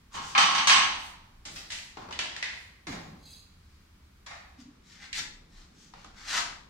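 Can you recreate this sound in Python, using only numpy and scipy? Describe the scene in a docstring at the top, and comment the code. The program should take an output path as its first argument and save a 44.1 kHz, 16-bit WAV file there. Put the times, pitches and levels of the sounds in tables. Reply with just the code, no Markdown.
"""A long plastic pipe lands, bounces and chatters on the concrete floor of a bare, echoing room; a worker
then steps up and handles it, his hacksaw slides and is set on the pipe, and soft bumps and scrapes follow.
Blows are short filtered pulses with reflections and echo; pipe, saw frame and blade ring in decaying modes.
Scrapes, chatter and sliding teeth are random trains of ticks; cloth, hum and booms are shaped noise."""
import sys
import numpy as np
from scipy import signal
from scipy.fft import rfft, irfft
from scipy.io import wavfile

SR = 44100
rng = np.random.default_rng(int(sys.argv[2]) if len(sys.argv) > 2 else 0)


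def file_out(sig):
    """Save sig as 16-bit WAV at sys.argv[1]."""
    # one column per channel
    cols = np.atleast_2d(sig).T
    # limit, then scale
    lim = np.clip(cols, -1, 1)
    pcm = np.round(lim * 32767).astype(np.int16)
    wavfile.write(sys.argv[1], SR, pcm)


N = 295029
TIME = np.arange(N) / SR   # s
AGE = TIME[:SR]   # s since the start of one sound
NARROW_FROM_S = 4.55   # from here on the sounds come from a tighter corner with a shorter echo


def from_db(db):
    """Amplitude ratio: 20 dB is a factor of ten in pressure."""
    return 10 ** (np.asarray(db) / 20)


def rms_one(x):
    """Normalisation to unit root-mean-square amplitude."""
    return x / np.sqrt(np.mean(x ** 2) + 1e-20)


def at_hz(points, hz):
    """Interpolation on a logarithmic frequency axis, on which equal musical intervals are equally wide."""
    known, values = np.transpose(points)
    return np.interp(np.log(np.maximum(hz, 1)), np.log(known), values)


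def add(out, s, sound):
    """Superposition: a stereo sound is summed in from time s."""
    start = max(0, round(s * SR))
    out[:, start:start + sound.shape[1]] += sound[:, :N - start]


def pulse(*spectra, size=4096):
    """Minimum phase: folding the cepstrum gives a causal pulse with the summed dB spectra."""
    hz = np.fft.rfftfreq(size, 1 / SR)
    spectrum_db = sum(at_hz(points, hz) for points in spectra)
    cepstrum = irfft(np.log(from_db(spectrum_db)))
    cepstrum[1:size // 2] *= 2
    cepstrum[size // 2 + 1:] = 0
    return irfft(np.exp(rfft(cepstrum)))


def through(x, response):
    """Linear filtering: convolution with an impulse response, keeping the whole tail."""
    return signal.fftconvolve(np.atleast_2d(x), np.atleast_2d(response), axes=1)


def contact(touch, weight_db, hard_db):
    """Contact mechanics: a heavier touch excites more of the lows, a harder one more of the highs."""
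    bass, body, edge, treble = touch
    # share of the weight that reaches 1 kHz, and of the hardness that reaches 4 kHz
    body_share, edge_share = 0.8, 0.49
    return tint(bass + weight_db, body + body_share * weight_db, edge + edge_share * hard_db, treble + hard_db)


def tint(bass_db, body_db, edge_db, treble_db):
    """Spectral balance: four levels stand beside a fixed one near 2 kHz, as (Hz, dB) points."""
    mid_db = -10.5
    return [(450, bass_db), (800, body_db), (1250, body_db), (1800, mid_db), (2400, mid_db),
            (3100, edge_db), (4500, edge_db), (7000, treble_db)]


def resonance(hz, lift_db, width):
    """Resonance: one broad peak, as (Hz, dB) points."""
    return [(hz / (1 + width), 0), (hz, lift_db), (hz * (1 + width), 0)]


def spread(mid_side):
    """Spatial coherence: two close microphones hear a diffuse field alike only in the bass."""
    # stereo width of the diffuse field: f/Hz, side over mid/dB
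    side_over_mid = [(30, -31.5), (60, -27), (125, -18.5), (250, -12.5), (500, 2.5), (1000, -1.5),
                     (4000, 1), (12000, 1)]
    side = through(mid_side[1], pulse(side_over_mid))[0, :mid_side.shape[1]]
    return mid_side[0] + side * np.array([[1], [-1]])


def room(s):
    """Reverberation from a new spot at time s: each octave band of noise decays at its own rate."""
    # reverberation time of the open room: f/Hz, T60/s
    decay_times = [(100, 0.97), (500, 0.99), (1400, 0.71), (3700, 0.67), (9700, 0.57), (15000, 0.34)]
    liveness = 0.68 if s > NARROW_FROM_S else 1   # factor on the reverberation time
    white, out = rng.standard_normal((2, 2, SR)), 0
    edges = 70 * 2. ** np.arange(9)   # Hz
    for k, band in enumerate(zip(edges, edges[1:])):
        noise = signal.sosfilt(signal.butter(2, band, "band", fs=SR, output="sos"), white[k % 2])
        t60 = liveness * at_hz(decay_times, np.sqrt(band[0] * band[1]))
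        out = out + noise * np.exp(-np.log(1000) * AGE / t60)
    return spread(out)


def in_room(s, x, direct_db):
    """Direct and reverberant field: the sound itself plus an echo of unit energy."""
    response = rms_one(room(s)) / np.sqrt(SR)
    response[:, 0] += from_db(direct_db)
    return through(x, response)


def blow(s, spectra, crack_db, crack_s):
    """Impulse response: a click excites close early reflections and then the room's echo."""
    floor_echo = 0.35   # strength of the floor's reflection
    crack = from_db(crack_db) * spread(rng.standard_normal((2, SR))) * np.exp(-AGE / crack_s)
    click = pulse(*spectra)
    # the floor's reflection follows at once and combs each click differently
    delay = round(rng.uniform(0.0015, 0.004) * SR)
    click = click + floor_echo * np.pad(click, (delay, 0))[:len(click)]
    return through(crack + room(s), click / np.hypot(1, floor_echo))[:, :SR]


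def ring(modes, tone, t60, uneven_db):
    """Modal synthesis: a blow excites every mode anew, with its own phase at each microphone."""
    attack_s = 0.00074   # a ring builds up briefly
    detune = 0.0011   # the place of contact shifts each mode by about this share
    hz, level_db = np.transpose(modes)
    uneven = uneven_db * rng.standard_normal(len(hz))
    strength = from_db(level_db - level_db.max() + at_hz(tone, hz) + uneven)
    phases = np.exp(2j * np.pi * rng.random((2, len(hz))))
    hz = hz * (1 + detune * rng.standard_normal(len(hz)))
    fade = (1 - np.exp(-AGE / attack_s)) * np.exp(-np.log(1000) * AGE / t60)
    return ((strength * phases) @ np.exp(2j * np.pi * np.outer(hz, AGE))).real * fade


def struck(hits, touch, colour, modes, crack_db, thud_db, ring_db, t60):
    """Struck body: every hit gives a broadband thud and sets the modes ringing."""
    out = np.zeros((2, N))
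    for s, db, weight_db, hard_db in hits:
        tone = contact(touch, weight_db, hard_db)
        add(out, s, from_db(db + thud_db) * blow(s, [colour, tone], crack_db, crack_s=0.006))
        add(out, s, from_db(db + ring_db) * ring(modes, tone, t60, uneven_db=0.0))
    return out


def grains(per_s, size_db):
    """Stick-slip friction: tiny slips at random times and of uneven size; rms 1."""
    born = np.flatnonzero(rng.random(N) < per_s / SR)
    size = from_db(size_db * np.minimum(rng.exponential(1, len(born)), 4))
    out = np.zeros(N)
    out[born] = rng.choice([-1, 1], len(born)) * size
    return rms_one(out)


def swell(s, half_s):
    """Gaussian envelope: a push grows and lets go smoothly around time s."""
    return np.exp(-2 * ((TIME - s) / half_s) ** 2)


def steady_noise(spectrum):
    """Stationary random field: coloured stereo noise of unit rms."""
    return rms_one(spread(through(rng.standard_normal((2, N)), pulse(spectrum))[:, :N]))


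def background():
    """Ambient noise: a broad bed, the building's distant hum and the hand moving on the microphone."""
    # spectrum of the bed: f/Hz, relative density/dB
    bed = [(12, -51.5), (20, -17), (70, -8.5), (139, -25), (174, -20), (377, -32.5), (540, -39.5),
           (1140, -30.5), (2100, -35), (2280, -33), (2620, -37), (4690, -39), (7720, -46.5), (15000, -57)]
    # the hand shifts its grip on the microphone: t/s, half length/s, level/dB
    grips = [(1.45, .8, -61.5), (5.308, .2, -53), (5.613, 0.093, -54), (6.35, 0.49, -60.5)]
    bed_db, hum_db, rumble_db, rustle_db = -61, -61.5, -70.5, -67.5   # rumble and rustle: hand at rest
    corner_hum_db, corner_rustle_db = -16.5, 5   # changes in the tight corner
    in_corner = TIME > NARROW_FROM_S
    hum = from_db(hum_db + corner_hum_db * in_corner) * steady_noise(
        [(35, -24.5), (70, 1.5), (125, -11.5), (250, -44.5)])
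    grip = from_db(rumble_db) + sum(from_db(db) * swell(s, half_s) for s, half_s, db in grips)
    rumble = grip * steady_noise([(10, -16.5), (28, 10.5), (55, -8.0), (110, -28.5), (400, -70.0)])
    rustle = from_db(rustle_db + corner_rustle_db * in_corner) * steady_noise(
        [(60, -15.5), (120, -5), (185, 0), (270, -6.5), (500, -19.0), (2000, -48.0)])
    return from_db(bed_db) * steady_noise(bed) + hum + rumble + rustle


def chatter_bout(s, length_s, db):
    """Energy loss: chatter sets in quickly, sags as the pipe loses energy, and stops."""
    attack_s, sag_db_per_s, release_s = 0.0078, 36, 0.015
    since = TIME - s
    outside = np.maximum(-since, 0) / attack_s + np.maximum(since - length_s, 0) / release_s
    return from_db(db - sag_db_per_s * np.maximum(since, 0)) * np.exp(-outside)


def pipe():
    """Modal vibration of a tube: bounces and the rattle between them both excite the wall's modes."""
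    # blows on the pipe: t/s, level/dB, weight/dB, hardness/dB
    landings = [(0.143, -29.5, 7, -3.5), (0.175, -32, 10.5, -1), (0.35, -8.5, 1.5, -14),
                (0.378, -5.5, 0.5, 1.5), (0.407, -10, -2.5, -1), (0.549, -13.5, 1.5, 1), (0.58, -13, -5, 0),
                (0.672, -9, 2, 9.5), (0.695, -4, -6.5, 2), (0.726, -14.5, 0.5, 4), (0.76, -7, -9, -10)]
    # usual colour of a blow: bass/dB, body/dB, edge/dB, treble/dB
    usual_touch = (-30.5, -13, -10.5, -19.5)
    # the wall radiates well only above its first ovalling mode: f/Hz, level/dB
    wall_colour = [(60, -16), (180, 17), (590, 2), (830, 8), (1150, 10.5), (1750, 4), (3000, 6.5),
                   (3500, 2.5), (5500, 1), (6300, 4), (7300, -7.5), (8000, -2.5), (10200, -15),
                   (15000, -33)]
    # ring of the pipe wall: f/Hz, relative level/dB
    wall_modes = [(804, -5.5), (936, -2.5), (1054, -0.5), (1096, 2.5), (1157, -2), (1255, -6.5),
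                  (1288, 0.5), (1648, -2.5), (1922, -12.5), (2177, -5), (2256, -7), (2423, -7.5),
                  (2584, -11.5), (2638, -15), (2994, -4), (3047, -5.5), (3097, -5), (3289, -10), (3628, -9),
                  (4091, -12.5), (4344, -14.5), (4613, -9), (5992, -5), (6319, -5.5), (6525, -17.5),
                  (6815, -17.5), (7931, -6), (8484, -18), (8893, -27)]
    # the pipe chatters along the floor: start t/s, length/s, level/dB
    bouts = [(0.131, 0.2, -40.5), (0.417, 0.14, -28.5), (0.693, 0.15, -28.5)]
    bounces = struck(landings, usual_touch, wall_colour, wall_modes,
                     crack_db=-4.5, thud_db=-3.0, ring_db=-7, t60=0.6)
    light_touch = tint(-26.5, -7, -7.5, -16.0)
    ticks = grains(per_s=420, size_db=3.5) * sum(chatter_bout(*row) for row in bouts)
    chatter = in_room(0, through(ticks, pulse(wall_colour, light_touch)), direct_db=-9.5)[:, :N]
    wall_ring = rms_one(ring(wall_modes, light_touch, t60=0.45, uneven_db=4.5)) / np.sqrt(SR)
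    singing = through(ticks, wall_ring)[:, :N]
    return bounces + from_db(8.5) * chatter + from_db(-1.5) * singing


def thuds():
    """Low-frequency reverberation: each heavy contact wakes a boom in the room that dies away slowly."""
    # landings and heavy steps thud through the floor: t/s, level/dB
    heavy_contacts = [(0.136, -48), (0.38, -64), (0.69, -46), (1.455, -51), (1.971, -52), (2.869, -40.5),
                      (5.165, -52), (6.42, -54.5)]
    attack_s, t60 = 0.017, 1.09   # s
    boom = steady_noise([(60, -5.5), (130, -1.5), (260, -2.5), (500, -12), (2000, -43.0)])
    fade = (1 - np.exp(-AGE / attack_s)) * np.exp(-np.log(1000) * AGE / t60)
    level = np.zeros((2, N))
    for s, db in heavy_contacts:
        add(level, s, from_db(db) * fade[None])
    return level * boom


def scrapes():
    """Dry friction: grit slips in dense ticks while the pressure swells and lets go."""
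    # gritty scrapes: t of hardest pressure/s, half length/s, level/dB, weight/dB, hardness/dB, resonance f/Hz
    strokes = [(0.154, 0.029, -44.5, 15, 8.5, 6600), (0.28, 0.091, -50, -5, 11.5, 5200),
               (2.02, 0.051, -53, 19, -4, 2300), (3.715, 0.17, -67, -14, -0.5, 4460),
               (4.603, .027, -55.5, 6.5, 5.5, 5020), (4.912, .085, -54, 0, 2.5, 5380),
               (4.954, .05, -52, -9, -12, 1710), (5.032, 0.056, -41.5, -1, -6.5, 2150),
               (5.158, .028, -30.5, -13, -0.5, 2070), (5.188, 0.018, -27.5, -2, 0, 1800),
               (5.582, 0.096, -57, 9, 3, 3930), (5.818, 0.098, -59.5, 3, 7.5, 5900),
               (6.008, .1, -53.5, 4, -2.5, 1200), (6.202, 0.069, -46.5, 6.5, -2, 1500),
               (6.314, 0.069, -30, 1.5, -1.5, 1320), (6.367, 0.06, -24.5, 7.5, -2, 955),
               (6.493, 0.085, -46.5, 4, -3, 1590)]
    # usual colour of a scrape: bass/dB, body/dB, edge/dB, treble/dB
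    usual_touch = (-29, -10, -7.5, -11)
    # common colour of all scrapes: f/Hz, level/dB
    grit_colour = [(60, -5.5), (200, 2), (480, -3), (900, -5.5), (1900, 4), (3000, -2.5), (4500, -1),
                   (7000, -2.5), (10500, -19.5), (15000, -28)]
    left_over_right_db = 2.5
    out, grit = np.zeros((2, N)), grains(per_s=2500, size_db=2.5)
    for s, half_s, db, weight_db, hard_db, hz in strokes:
        pressure = swell(s, half_s)
        live = np.flatnonzero(pressure > 1e-3)
        tone = contact(usual_touch, weight_db, hard_db)
        tick = pulse(grit_colour, tone, resonance(hz, lift_db=3.5, width=0.21))
        rasp = through((grit * pressure)[live], tick)
        add(out, live[0] / SR, from_db(db + 10.5) * in_room(s, rasp, direct_db=-3.5))
    return out * from_db([[left_over_right_db / 2], [-left_over_right_db / 2]])


def clothes():
    """Fibre friction: fabric slides on fabric with a light, very high hiss."""
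    # clothes swish as the worker moves: t/s, half length/s, level/dB
    swishes = [(1.057, 0.09, -56), (1.577, 0.066, -54), (1.79, 0.11, -58), (2.61, 0.1, -64)]
    fibres = steady_noise([(3000, -17), (7000, -2), (10000, -6.5), (14500, -17), (16000, -17)])
    return fibres * sum(from_db(db) * np.exp(-((TIME - s) / half_s) ** 2) for s, half_s, db in swishes)


def knocks():
    """Impact on a massive floor: shoes and tools meet the concrete in short, resonant knocks."""
    # steps and knocks: t/s, level/dB, weight/dB, hardness/dB, resonance f/Hz
    steps = [(1.4527, -36.5, 4.5, 9.5, 2150), (1.5595, -33, -2.5, 1, 5100), (1.703, -30.5, -8, 2.5, 1940),
             (1.7198, -31.5, -4.5, 8, 2480), (1.9708, -39, 17, -6, 844), (2.088, -44, 16.5, -7, 940),
             (2.109, -36.5, 7, -4, 970), (2.1257, -31.5, -12, -3, 3060), (2.1902, -21, -1.5, -2, 3000),
             (2.3642, -31.5, -3, -2, 1860), (2.4265, -21.5, -9, -7.5, 1900), (2.4406, -30, -21, -6, 2140),
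             (5.129, -27, -26, -1, 2120), (5.9374, -44, 10.5, -7, 800), (6.0456, -47, 14.5, 2.5, 1360)]
    # usual colour of a knock: bass/dB, body/dB, edge/dB, treble/dB
    usual_touch = (-21.5, -14.5, -11, -17.5)
    # common colour of all knocks: f/Hz, level/dB
    floor_colour = [(60, 4.5), (170, 10), (450, 5), (900, 6), (2000, 5), (4300, 3.5), (7000, 2.5),
                    (10000, -11), (15000, -36)]
    # the worker's knocks grow crisper as he comes nearer: t/s, first reflections over the room's echo/dB
    nearness = [(1.45, -5), (1.97, 8)]
    out = np.zeros((2, N))
    for s, db, weight_db, hard_db, hz in steps:
        tone = contact(usual_touch, weight_db, hard_db)
        spectra = [floor_colour, tone, resonance(hz, lift_db=5.5, width=0.26)]
        crack_db = np.interp(s, *np.transpose(nearness))
        add(out, s, from_db(db + 1.5) * blow(s, spectra, crack_db, crack_s=0.0034))
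    return out


def pipe_bending(s, db, start_hz, end_hz, glide_s, fade_s):
    """Dispersion: low bending waves run more slowly along the pipe, so the thump falls in pitch."""
    hz = end_hz + (start_hz - end_hz) * np.exp(-AGE / glide_s)
    fade = (1 - np.exp(-AGE / 0.0086)) * np.exp(-AGE / fade_s)
    wave = np.sin(2 * np.pi * np.cumsum(hz) / SR) * fade
    out = np.zeros((2, N))
    add(out, s, from_db(db) * in_room(s, wave, direct_db=5.5))
    return out


def saw_taps():
    """Modal vibration of a frame: the hacksaw rings each time it is put against the pipe."""
    # taps of the saw: t/s, level/dB, weight/dB, hardness/dB
    taps = [(2.869, -28, -2, 2), (2.921, -33, 1.5, 2.5), (4.263, -33, -3.5, 2.5),
            (4.309, -32.5, -1.5, -6.5)]
    # usual colour of a tap: bass/dB, body/dB, edge/dB, treble/dB
    usual_touch = (-21, -9.5, -10, -17.5)
    # common colour of all taps: f/Hz, level/dB
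    frame_colour = [(60, -7), (180, 10), (350, 4), (520, 5), (760, 11), (1050, 7.5), (1400, 7), (2000, 8),
                    (2400, 6), (2900, -1.5), (4000, 0.5), (6500, -0.5), (10000, -12), (15000, -37)]
    # ring of the hacksaw's frame: f/Hz, relative level/dB
    frame_modes = [(839.8, -66), (1136, -59), (1475, -71.5), (1820, -64), (2013, -88), (2099, -52),
                   (3531, -72), (3779, -59), (5076, -81), (5518, -83), (5631, -83), (5954, -76),
                   (6778, -54), (7294, -84)]
    return struck(taps, usual_touch, frame_colour, frame_modes,
                  crack_db=-3, thud_db=-0.5, ring_db=-10.0, t60=0.68)


def bumps(length_s):
    """Damped oscillation: each soft push lets the microphone's housing swing for a few cycles."""
    # soft bumps on the housing: t/s, f/Hz, level/dB
    pushes = [(3.139, 193, -44.5), (4.598, 264, -44.5), (4.623, 247, -46.5), (4.666, 260, -47),
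              (4.69, 274, -45), (4.711, 268, -54.5), (4.786, 261, -59)]
    out = np.zeros(N)
    for s, hz, db in pushes:
        envelope = np.exp(-((TIME - s) / length_s) ** 2)
        out += from_db(db) * envelope * np.sin(2 * np.pi * hz * (TIME - s))
    return out


def blade():
    """Forced vibration: fine teeth slide with a thin hiss and keep the steel strip ringing."""
    # ring of the saw blade: f/Hz, bandwidth/Hz, relative level/dB
    strip_modes = [(2670, 34, -10), (3390, 96, -13), (3920, 39, -4), (4180, 37, -5), (4790, 24, 0),
                   (6360, 130, -11), (7070, 27, -7), (7770, 44, -17), (8360, 39, -19), (9520, 46, -14),
                   (10700, 36, -16), (11200, 37, -15), (11700, 44, -20), (13200, 51, -25)]
    middle_s, half_s, slide_db = 3.328, 0.12, -52   # the blade's one slide
    teeth, steel = grains(per_s=1000, size_db=2.0), 0
    for hz, width_hz, db in strip_modes:
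        r = np.exp(-np.pi * width_hz / SR)   # pole radius of a two-pole resonator
        poles = [1, -2 * r * np.cos(2 * np.pi * hz / SR), r * r]
        steel = steel + from_db(db) * signal.lfilter([1 - r, 0, r - 1], poles, teeth)
    hiss_colour = [(1500, -14), (3550, -16), (3900, 9), (4900, 11), (5250, -21), (9500, -9), (10100, -18),
                   (11200, -13), (14000, -14)]
    hiss = through(teeth, pulse(hiss_colour))[0, :N]
    strip = rms_one(steel) + from_db(-5) * rms_one(hiss)
    slide = strip * from_db(slide_db) * swell(middle_s, half_s)
    return in_room(middle_s, slide, direct_db=2.5)[:, :N] * from_db([[-6], [-3.5]])   # left, right


def scene():
    """Superposition: all sources sum linearly in one sound field."""
    falling_pipe = pipe() * from_db([[-0.6], [0.6]])   # left, right
    thump = pipe_bending(s=2.867, db=-43.5, start_hz=385.5, end_hz=149.6, glide_s=0.052, fade_s=0.12)
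    saw = saw_taps() + blade()
    handling = knocks() + thuds() + scrapes() + clothes()
    return background() + falling_pipe + handling + thump + saw + bumps(length_s=0.01)


def record(dry):
    """Band limitation: a steep elliptic low-pass cuts the top."""
    cutoff_hz = 15750
    return signal.sosfilt(signal.ellip(10, 0.2, 80, cutoff_hz, fs=SR, output="sos"), dry)


dry = scene()
out = record(dry)
file_out(out)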